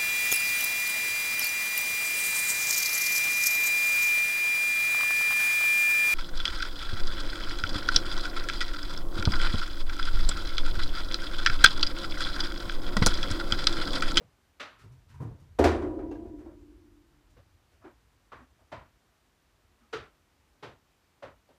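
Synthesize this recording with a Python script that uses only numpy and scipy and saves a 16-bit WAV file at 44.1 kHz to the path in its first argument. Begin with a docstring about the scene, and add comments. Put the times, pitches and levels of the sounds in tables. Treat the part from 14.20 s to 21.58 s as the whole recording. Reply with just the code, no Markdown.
"""Hooves sound on the floor and load of a steel storage container as goats move about: bursts of noise echoes
with two narrow resonances. One goat shifts on a stack of tyres, whose air column sounds a wobbling low tone,
then jumps down with a double thud. The thud excites damped modes of walls and floor, a noise shimmer in the
thin panels and a small metal rattle; single knocks follow. Shaped noise gives a low rumble and a faint hiss."""
import sys
import numpy as np
from scipy import signal
from scipy.io import wavfile

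SR = 44100
rng = np.random.default_rng(int(sys.argv[2]) if len(sys.argv) > 2 else 0)


def transcribe(signal):
    """Save signal, clipped to [-1, 1], as a 16-bit WAV file at the path in sys.argv[1]."""
    frames = np.atleast_2d(signal).T
    limited = np.clip(frames, -1, 1)
    pcm = np.round(limited * 32767).astype(np.int16)
    wavfile.write(sys.argv[1], SR, pcm)


N = 325445

# Third-octave band edges and geometric centres, f/Hz
EDGES = 24 * 2 ** np.arange(0, 9.5, 1 / 3)
CENTRES = np.sqrt(EDGES[1:] * EDGES[:-1])

# Spectrum of the hiss: f/Hz, density level/dB (per Hz, relative)
HISS_SPECTRUM = [(18, -32), (30, -4.5), (81, -4.5), (177, -7.5), (307, -6), (479, -11.5), (1080, -11.5),
                 (4900, -21.5), (5890, -22.5), (10500, -28), (12200, -31), (14300, -28.5), (15500, -42)]
HISS_DB = -70
# Level of the low rumble as tyres and floor flex under the animals' weight: t/s, level/dB
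RUMBLE_LEVEL = [(0.0, -70), (0.35, -75), (0.82, -58), (1.09, -45), (1.21, -60), (1.46, -48.5), (1.58, -42),
                (2.6, -60.5), (2.9, -70.5), (3.05, -65), (4.2, -70), (4.4, -66.5), (4.93, -74),
                (5.73, -69.5), (6.7, -75), (7.38, -78.5)]
# Spectrum of the rumble: f/Hz, density level/dB (per Hz, relative)
RUMBLE_SPECTRUM = [(13, -38), (22, -5), (43, 7), (91, 5), (124, -6.5), (162, -17), (200, -18), (260, -59.5),
                   (440, -120)]

# Blows of a loose metal part after the jump: t/s, level/dB
RATTLE_BLOWS = [(1.913, -67), (1.921, -70.5), (1.955, -71.5)]
# Modes of that part: f/Hz, level/dB, nominal t60/s
RATTLE_MODES = [(1630, 7, 0.14), (2720, 0.5, 0.11), (5400, -7, 0.08), (6470, -6.5, 0.0516)]
# Blows that shake the walls: t/s, level/dB
WALL_BLOWS = [(1.392, -27), (1.446, -29)]
# Modes of the corrugated walls and floor: f/Hz, level/dB, nominal t60/s
WALL_MODES = [(37.6, -22.5, 4.2), (46.14, -26, 3.5), (58.865, -18, 3.8), (64, -15.5, 2.2), (79, 6, 0.45),
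              (83, -12.5, 3.5), (102.6, -14.5, 2), (108.57, -18.5, 2), (220.5, -26, 1.8),
              (242.04, -17, 2.8), (235.1, -13, 2.337), (268.4, -11, 1.7), (301.9, -8, 3.2),
              (299.4, -9.5, 1.838), (319.5, -2, 1.723), (336.6, -14.5, 4), (348, -7.5, 2.5), (364, -8, 1.7),
              (405.1, -12, 1.7), (417.6, -0.5, 0.79), (432, -12, 1.444), (537, -7.5, 1.176),
              (593.1, -25, 1.198), (628, -15, 1.5), (700, -10, 1.3), (662, -17, 0.84), (750.6, -10, 0.3),
              (993, -19.5, 1.5), (1220, -21.5, 0.61), (1410, -23, 0.701)]
# Shimmer of the thin panels, modes too many to tell apart: f/Hz, level/dB, t60/s
PANEL_SHIMMER = [(150.6, -31, 0.5), (292, -14, 2.3), (597, -17, 1.42), (1005, -17, 0.96),
                 (1700, -16.5, 0.46), (2793, -27.5, 0.33), (5000, -36, 0.72)]

# Pushes on the hollow tyre stack: t/s of full level, time held/s, level/dB
TYRE_PUSHES = [(0.655, 0.094, -53), (0.954, .005, -53), (1.03, .045, -40)]
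PUSH_RISE_DB_PER_S, PUSH_FALL_DB_PER_S, STACK_HZ = 449.5, 260, 120.4

# Colour of the steel box for the contacts: f/Hz, level/dB
BOX_RESPONSE = [(30, -15.5), (55, -4.5), (80, 0.36), (145, -3.61), (185, -12), (250, 1.68), (500, 0.09),
                (1000, -2.5), (2500, 0.17), (6000, 5), (14000, -0.5)]
# Decay of echoes between walls and cargo, before each kind's length factor: f/Hz, t60/s
ECHO_DECAY = [(40, 0.3202), (150, 0.47), (400, 0.3665), (1100, 0.414), (2900, 0.3444), (7700, 0.2457),
              (14000, 0.18)]
# Frequencies of the seven layers that describe a contact's colour: f/Hz
LAYER_FREQUENCIES = [70, 130, 300, 640, 1400, 3900, 9500]
# dB added to each of the seven layers per dB of weight (the lows), boom (mainly the middle)
# and hardness (mainly the top two)
WEIGHT_PER_LAYER = [1, 1, 0, 0, 0, 0, 0]
BOOM_PER_LAYER = [0, 0, 0.864, 0.95, 0, 0.027, 0.194]
HARDNESS_PER_LAYER = [0.0056, 0.35, 0.21, 0.0086, 0.044, 0.996, .9]
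NOTE_BOOM_SHARE = 0.6107  # dB on the hollow note per dB of boom

# Kinds of contact: layers_db, level/dB of the seven layers; length, factor on the echo t60; build_ms, build-up/ms;
# crack_db, early burst/dB; low_db and high_db, level/dB of the hollow and upper notes
HARD_KNOCK = dict(layers_db=[-15, -10, -15, -10.5, -8.5, -18.5, -41],
              length=1.035, build_ms=5.32, crack_db=-9.5, low_db=-12.5, high_db=-19)
SOFT_TREAD = dict(layers_db=[-13, 3.5, -13, -22.5, -23, -29.5, -27.5],
              length=1.196, build_ms=4.8, crack_db=-13, low_db=-13, high_db=-25.5)
LANDING_THUD = dict(layers_db=[-24.5, -48, -9, -10, -16.5, -29.5, -40],
                length=1.019, build_ms=3.2, crack_db=-4, low_db=-13, high_db=-22)
SLIDING_SCUFF = dict(layers_db=[-14.5, -10, -14, -17.5, -12.5, -25.5, -25.5],
                 length=0.826, build_ms=16.3, crack_db=-25.5, low_db=-11.5, high_db=-21.5)

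# Hard hoof knocks; the first row is the dying end of an earlier hit: t/s, level/dB, weight/dB, boom/dB,
# hardness/dB, hollow note f/Hz, upper note f/Hz, echo fade-out/s, prominence of the upper note/dB,
# prominence of the hollow note/dB
KNOCK_EVENTS = [(0.003, -58.5, 19.5, 13.5, 4.5, 484, 1280, 0.29, -4, 1.55),
                (0.4, -24, -19.5, -12.5, 3, 592.7, 1220, 0.54, -2, -3.5),
                (3.168, -52, 10, 1, 3, 546, 1036, 0.052, 1, 4.5),
                (3.644, -39, -2, 2.5, -12, 327, 914, 0.0823, -1.6, 2),
                (4.119, -31.5, -3.5, -5.5, -9.5, 665, 1115, 0.149, 0.5, -6),
                (4.52, -30, 1.5, -2.5, -4, 630.4, 965.4, 0.179, 5, -0.14),
                (5.73, -26.5, -6, -3.5, 4.5, 430.6, 1374, 0.177, 6, 4),
                (6.428, -31.5, -2.5, 2.5, 0.5, 396.3, 1090, 0.138, -10, -4.5),
                (7.026, -32, -0.5, -1.2, -5, 575.5, 1020, 0.1218, -3, 2),
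                (7.289, -56.5, 3.5, 8.5, 2.5, 566, 895, .14, 2.47, 0.35)]
# Soft treads on rubber and cargo: t/s, level/dB, weight/dB, boom/dB, hardness/dB
TREAD_EVENTS = [(0.635, -44, -3.98, 0.4, -2.4), (0.719, -51, -14, -15, 8), (0.939, -35.5, -21.5, -15, -8),
                (1.003, -26, -1, 4.27, -17.5), (1.018, -33, -1.5, 7.5, -10),
                (1.199, -50.5, -1.5, 1.22, 5.5), (2.906, -56, -2.5, 0.3, -2.3), (3.099, -65, -4, -2, 20),
                (3.886, -59.5, 0, -8, -2.47), (3.919, -63, -2.5, -5, 0.3)]
TREAD_LOW_HZ, TREAD_HIGH_HZ, TREAD_FADE_S = 126.95, 959, 0.36
# Fore and hind hooves land on the floor, then stumble: t/s, level/dB, weight/dB, boom/dB, hardness/dB
THUD_EVENTS = [(1.39, -14.5, -10, 9.5, 2.5), (1.442, -4, -12.5, -8, 2), (1.621, -24.5, 4.5, -8, -8),
               (1.791, -33, 9.5, 1.5, -10.5), (1.914, -39, 19.5, 9.5, 2.9)]
THUD_LOW_HZ, THUD_HIGH_HZ, THUD_FADE_S = 386.95, 730.8, 0.37
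# Sliding hooves that swell in softly: t/s, level/dB, weight/dB, boom/dB, hardness/dB,
# hollow note f/Hz, upper note f/Hz, echo fade-out/s
SCUFF_EVENTS = [(0.584, -36, 2, -18, 3.93, 375.5, 1238, 0.19),
                (0.884, -41, 3.5, -16.5, 6.5, 225, 980, 0.17), (2.037, -45, 13, 19, -6.53, 331, 808, 0.21),
                (2.179, -41, 0, 6, -3, 304, 767, .16), (2.243, -37, 3.22, 11, -22, 330, 930, 0.12),
                (2.275, -46.5, -9, 9.5, -16.5, 570, 900, 0.08),
                (3.508, -50.5, -3.12, -6.5, 5.5, 590, 1580, .12),
                (3.614, -36, -20, -13.5, -15, 649, 1084, 0.104),
                (3.688, -46, -2.9, 1, -12.5, 307.8, 857, 0.055),
                (4.195, -37.5, 3.5, -0.5, -14.5, 259.6, 996, 0.0506),
                (4.386, -48, -1, 1.33, -4, 645, 900, 0.058),
                (5.604, -46.5, -9.5, -5.5, -4.5, 229, 1244, 0.113)]

MIC_LOW_HZ, CUTOFF_HZ = 39, 16100


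def from_db(db):
    """Decibel law: the amplitude ratio of a level in dB."""
    return 10 ** (np.asarray(db) / 20)


def rms_one(x):
    """Normalisation: a signal scaled to unit rms."""
    return x / np.sqrt(np.mean(x ** 2) + 1e-20)


def at_hz(points, hz, column=1):
    """Linear interpolation of a table column on a logarithmic frequency axis."""
    points = np.array(points)
    return np.interp(np.log(hz), np.log(points[:, 0]), points[:, column])


def drift(rate):
    """Low-pass random process: white noise through a double real pole at rate Hz, rms 1."""
    step = 40  # samples between control values
    r = np.exp(-2 * np.pi * rate * step / SR)
    noise = rng.standard_normal(N // step + 2002)
    slow = rms_one(signal.lfilter([1], [1, -2 * r, r * r], noise)[2000:])
    return np.interp(np.arange(N) / step, np.arange(len(slow)), slow)


def bands(spiky_db):
    """Band-pass analysis: third-octave noises of rms 1, from white noise with random gain per sample."""
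    spikes = np.minimum(rng.exponential(1, (2, N)), 4)
    white = rng.standard_normal((2, N)) * from_db(spiky_db * spikes)
    filtered = []
    for k, (low, high) in enumerate(zip(EDGES, EDGES[1:])):
        band_pass = signal.butter(2, [low, high], "band", fs=SR, output="sos")
        filtered.append(rms_one(signal.sosfilt(band_pass, white[k % 2])))
    return filtered


def steady_noise(spectrum, patchy_db):
    """Spectral synthesis: weighted noise bands whose levels fluctuate independently, rms 1."""
    # power in a band grows with its width, hence with its centre frequency
    band_db = at_hz(spectrum, CENTRES) + 10 * np.log10(CENTRES)
    noise = np.zeros(N)
    for db, band in zip(band_db, bands(spiky_db=-1.5)):
        noise += from_db(db + patchy_db * drift(10.0)) * band
    return rms_one(noise)


def hiss():
    """Stationary broadband noise: a fixed spectrum with slight flicker in each band."""
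    return from_db(HISS_DB) * steady_noise(HISS_SPECTRUM, patchy_db=0.43)


def rumble():
    """Amplitude modulation: lumpy low noise follows the shifting weight."""
    s, db = np.transpose(RUMBLE_LEVEL)
    level = from_db(np.interp(np.arange(N) / SR, s, db))
    spectrum = RUMBLE_SPECTRUM + [(400, -68.5)]  # held above 400 Hz
    return level * steady_noise(spectrum, patchy_db=3.5)


def struck(blows, modes, twins, spread):
    """Modal superposition: each blow excites damped oscillators, whose detuned twins beat."""
    times, blows_db = np.transpose(blows)
    at = np.array([round(s * SR) for s in times])
    first, out = at[0], np.zeros(N)
    for hz, level_db, t60 in modes:
        span = min(N - first, round((1.2 * t60 + times[-1] - times[0]) * SR))
        for twin in range(twins):
            gains = from_db(blows_db + level_db + rng.normal(0, 1.0, len(at)))
            clicks = np.full(span, 1e-18)  # tiny offset keeps the filter state off zero
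            clicks[at - first] = gains * rng.choice([-1, 1], len(at))
            r = from_db(-60 / (t60 * rng.uniform(.7, 1.31) * SR))
            w = 2 * np.pi * hz * (1 + spread * rng.uniform(-0.91, 1)) / SR
            out[first:first + span] += signal.lfilter([0, np.sin(w)], [1, -2 * r * np.cos(w), r * r], clicks)
    return out


def rattle():
    """Impulse excitation: a loose metal part rings in four briefly damped modes."""
    return struck(RATTLE_BLOWS, RATTLE_MODES, twins=3, spread=0.0125)


def walls():
    """Modal density: low modes stand alone, high ones crowd and waver; both are faded at set times."""
    low = [mode for mode in WALL_MODES if mode[0] < 150]
    high = [mode for mode in WALL_MODES if mode[0] >= 150]
    crowd = np.zeros(N)
    for k in range(3):  # three groups waver independently
        waver = from_db(2.5 * drift(12.0))
        crowd += waver * struck(WALL_BLOWS, high[k::3], twins=5, spread=.05)
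    since = np.maximum(np.arange(N) / SR - WALL_BLOWS[0][0], 0)
    low_fade = 0.41 + .7 / (1 + (since / 1.96) ** 9.0)  # steps down, not to silence
    high_fade = 1 / (1 + (since / 1.465) ** 5.3)
    lows = struck(WALL_BLOWS, low, twins=1, spread=0.0017)
    return lows * low_fade + from_db(-9.0) * crowd * high_fade


def tyres():
    """Air-column resonance: one frequency-modulated tone wobbles as the rubber flexes; pushes swell and fade."""
    t = np.arange(N) / SR
    level = np.zeros(N)
    for s, held, db in TYRE_PUSHES:
        rise_db = PUSH_RISE_DB_PER_S * np.maximum(s - t, 0)
        fall_db = PUSH_FALL_DB_PER_S * np.maximum(t - s - held, 0)
        level += from_db(db - rise_db - fall_db)
    hz = STACK_HZ * (1 + 0.063 * drift(6.5))
    phase = 2 * np.pi * np.cumsum(hz) / SR
    return level * np.sqrt(2) * np.sin(phase)


def envelope(s, level_db, t60, build_s, fade_s, burst_db):
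    """Shaped decay: an early burst, then echoes that build up, decay exponentially and fade out at a set time."""
    start = max(round(s * SR), 0)
    length_s = min(1.4 * np.max(t60), 3.6 * fade_s)
    t = np.arange(min(round(length_s * SR), N - start)) / SR
    build_up = (1 - np.exp(-t / build_s)) ** 2
    echoes = build_up * from_db(-60 * t / t60) / (1 + (t / fade_s) ** 6.5)
    burst = from_db(burst_db) * t / build_s * np.exp(1 - t / build_s)  # peaks at the build-up time
    return start, from_db(level_db) * (echoes + burst)


def add_power(power, s, level_db, t60, build_ms, fade_s, burst_db):
    """Energy addition: the squared envelope of a blow joins each band; lows build up later."""
    build_s = build_ms / 1000 + np.minimum(0.028 * (80 / CENTRES) ** 2, .05)
    start, shape = envelope(s, level_db[:, None], t60[:, None], build_s[:, None], fade_s, burst_db)
    power[:, start:start + shape.shape[1]] += shape ** 2


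def add_shimmer(power):
    """Statistical energy: panel modes too dense to resolve decay as noise after each wall blow."""
    outside = (CENTRES < PANEL_SHIMMER[0][0] / 2 ** .5) | (CENTRES > PANEL_SHIMMER[-1][0] * 2)
    colour_db = at_hz(PANEL_SHIMMER, CENTRES) - 40 * outside
    t60 = at_hz(PANEL_SHIMMER, CENTRES, column=2)
    for s, strength_db in WALL_BLOWS:
        add_power(power, s, strength_db + colour_db, t60, build_ms=12.0, fade_s=1.4, burst_db=-40)


def hollow_note(hz, width_share, size):
    """Resonant filtering: noise twice through one resonance, like a cluster of close modes; rms 1."""
    r, w = np.exp(-np.pi * width_share * hz / SR), 2 * np.pi * hz / SR
    noise = rng.standard_normal(size + SR // 10)  # the extra lead-in is cut off below
    for _ in range(2):
        noise = signal.lfilter([1, 0, -1], [1, -2 * r * np.cos(w), r * r], noise)
    return rms_one(noise[-size:])


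def contacts():
    """Source inventory: every contact as a kind and a full row, shared notes and zero prominence filled in."""
    tread_notes = (TREAD_LOW_HZ, TREAD_HIGH_HZ, TREAD_FADE_S, 0, 0)
    thud_notes = (THUD_LOW_HZ, THUD_HIGH_HZ, THUD_FADE_S, 0, 0)
    return ([(HARD_KNOCK, row) for row in KNOCK_EVENTS]
            + [(SOFT_TREAD, row + tread_notes) for row in TREAD_EVENTS]
            + [(LANDING_THUD, row + thud_notes) for row in THUD_EVENTS]
            + [(SLIDING_SCUFF, row + (0, 0)) for row in SCUFF_EVENTS])


def hooves():
    """Impact excitation: each contact is a coloured swarm of echoes with two notes; panel shimmer joins it."""
    power, notes = np.zeros((len(CENTRES), N)), np.zeros(N)
    shares = [WEIGHT_PER_LAYER, BOOM_PER_LAYER, HARDNESS_PER_LAYER]
    for kind, row in contacts():
        s, peak_db, weight_db, boom_db, hard_db, low_hz, high_hz, fade_s, upper_db, hollow_db = row
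        onset = s - .003  # tabulated times lie 3 ms after the onset
        build_ms, length, burst_db = max(kind["build_ms"], .5), kind["length"], kind["crack_db"]
        layers_db = kind["layers_db"] + np.dot([weight_db, boom_db, hard_db], shares)
        layer_points = list(zip(LAYER_FREQUENCIES, layers_db))
        colour_db = at_hz(layer_points, CENTRES) + at_hz(BOX_RESPONSE, CENTRES)
        t60 = length * at_hz(ECHO_DECAY, CENTRES)
        add_power(power, onset, peak_db - 9.5 + colour_db, t60, build_ms, fade_s, burst_db)

        low_db = kind["low_db"] + hollow_db + NOTE_BOOM_SHARE * boom_db
        high_db = kind["high_db"] + upper_db
        for hz, db in [(low_hz, low_db), (high_hz, high_db)]:
            note_t60 = 0.811 * length * at_hz(ECHO_DECAY, hz)
            start, shape = envelope(onset, peak_db + db, note_t60, build_ms / 1000, fade_s, burst_db)
            note = hollow_note(hz, width_share=.2, size=len(shape))
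            notes[start:start + len(shape)] += shape * note
    add_shimmer(power)
    echoes = sum(np.sqrt(p) * band for p, band in zip(power, bands(spiky_db=4.0)))
    return notes + echoes


def scene():
    """Linear superposition: all sources add at one microphone."""
    return (hiss() + rumble() + rattle() + walls() + tyres() + hooves())[None]


def record(dry):
    """Band limitation: the microphone drops the deepest bass and the top is cut steeply."""
    high_pass = signal.butter(6, MIC_LOW_HZ, "high", fs=SR, output="sos")
    low_pass = signal.cheby2(12, 60, CUTOFF_HZ, fs=SR, output="sos")
    return signal.sosfilt(low_pass, signal.sosfilt(high_pass, dry))


dry = scene()
out = record(dry)
transcribe(out)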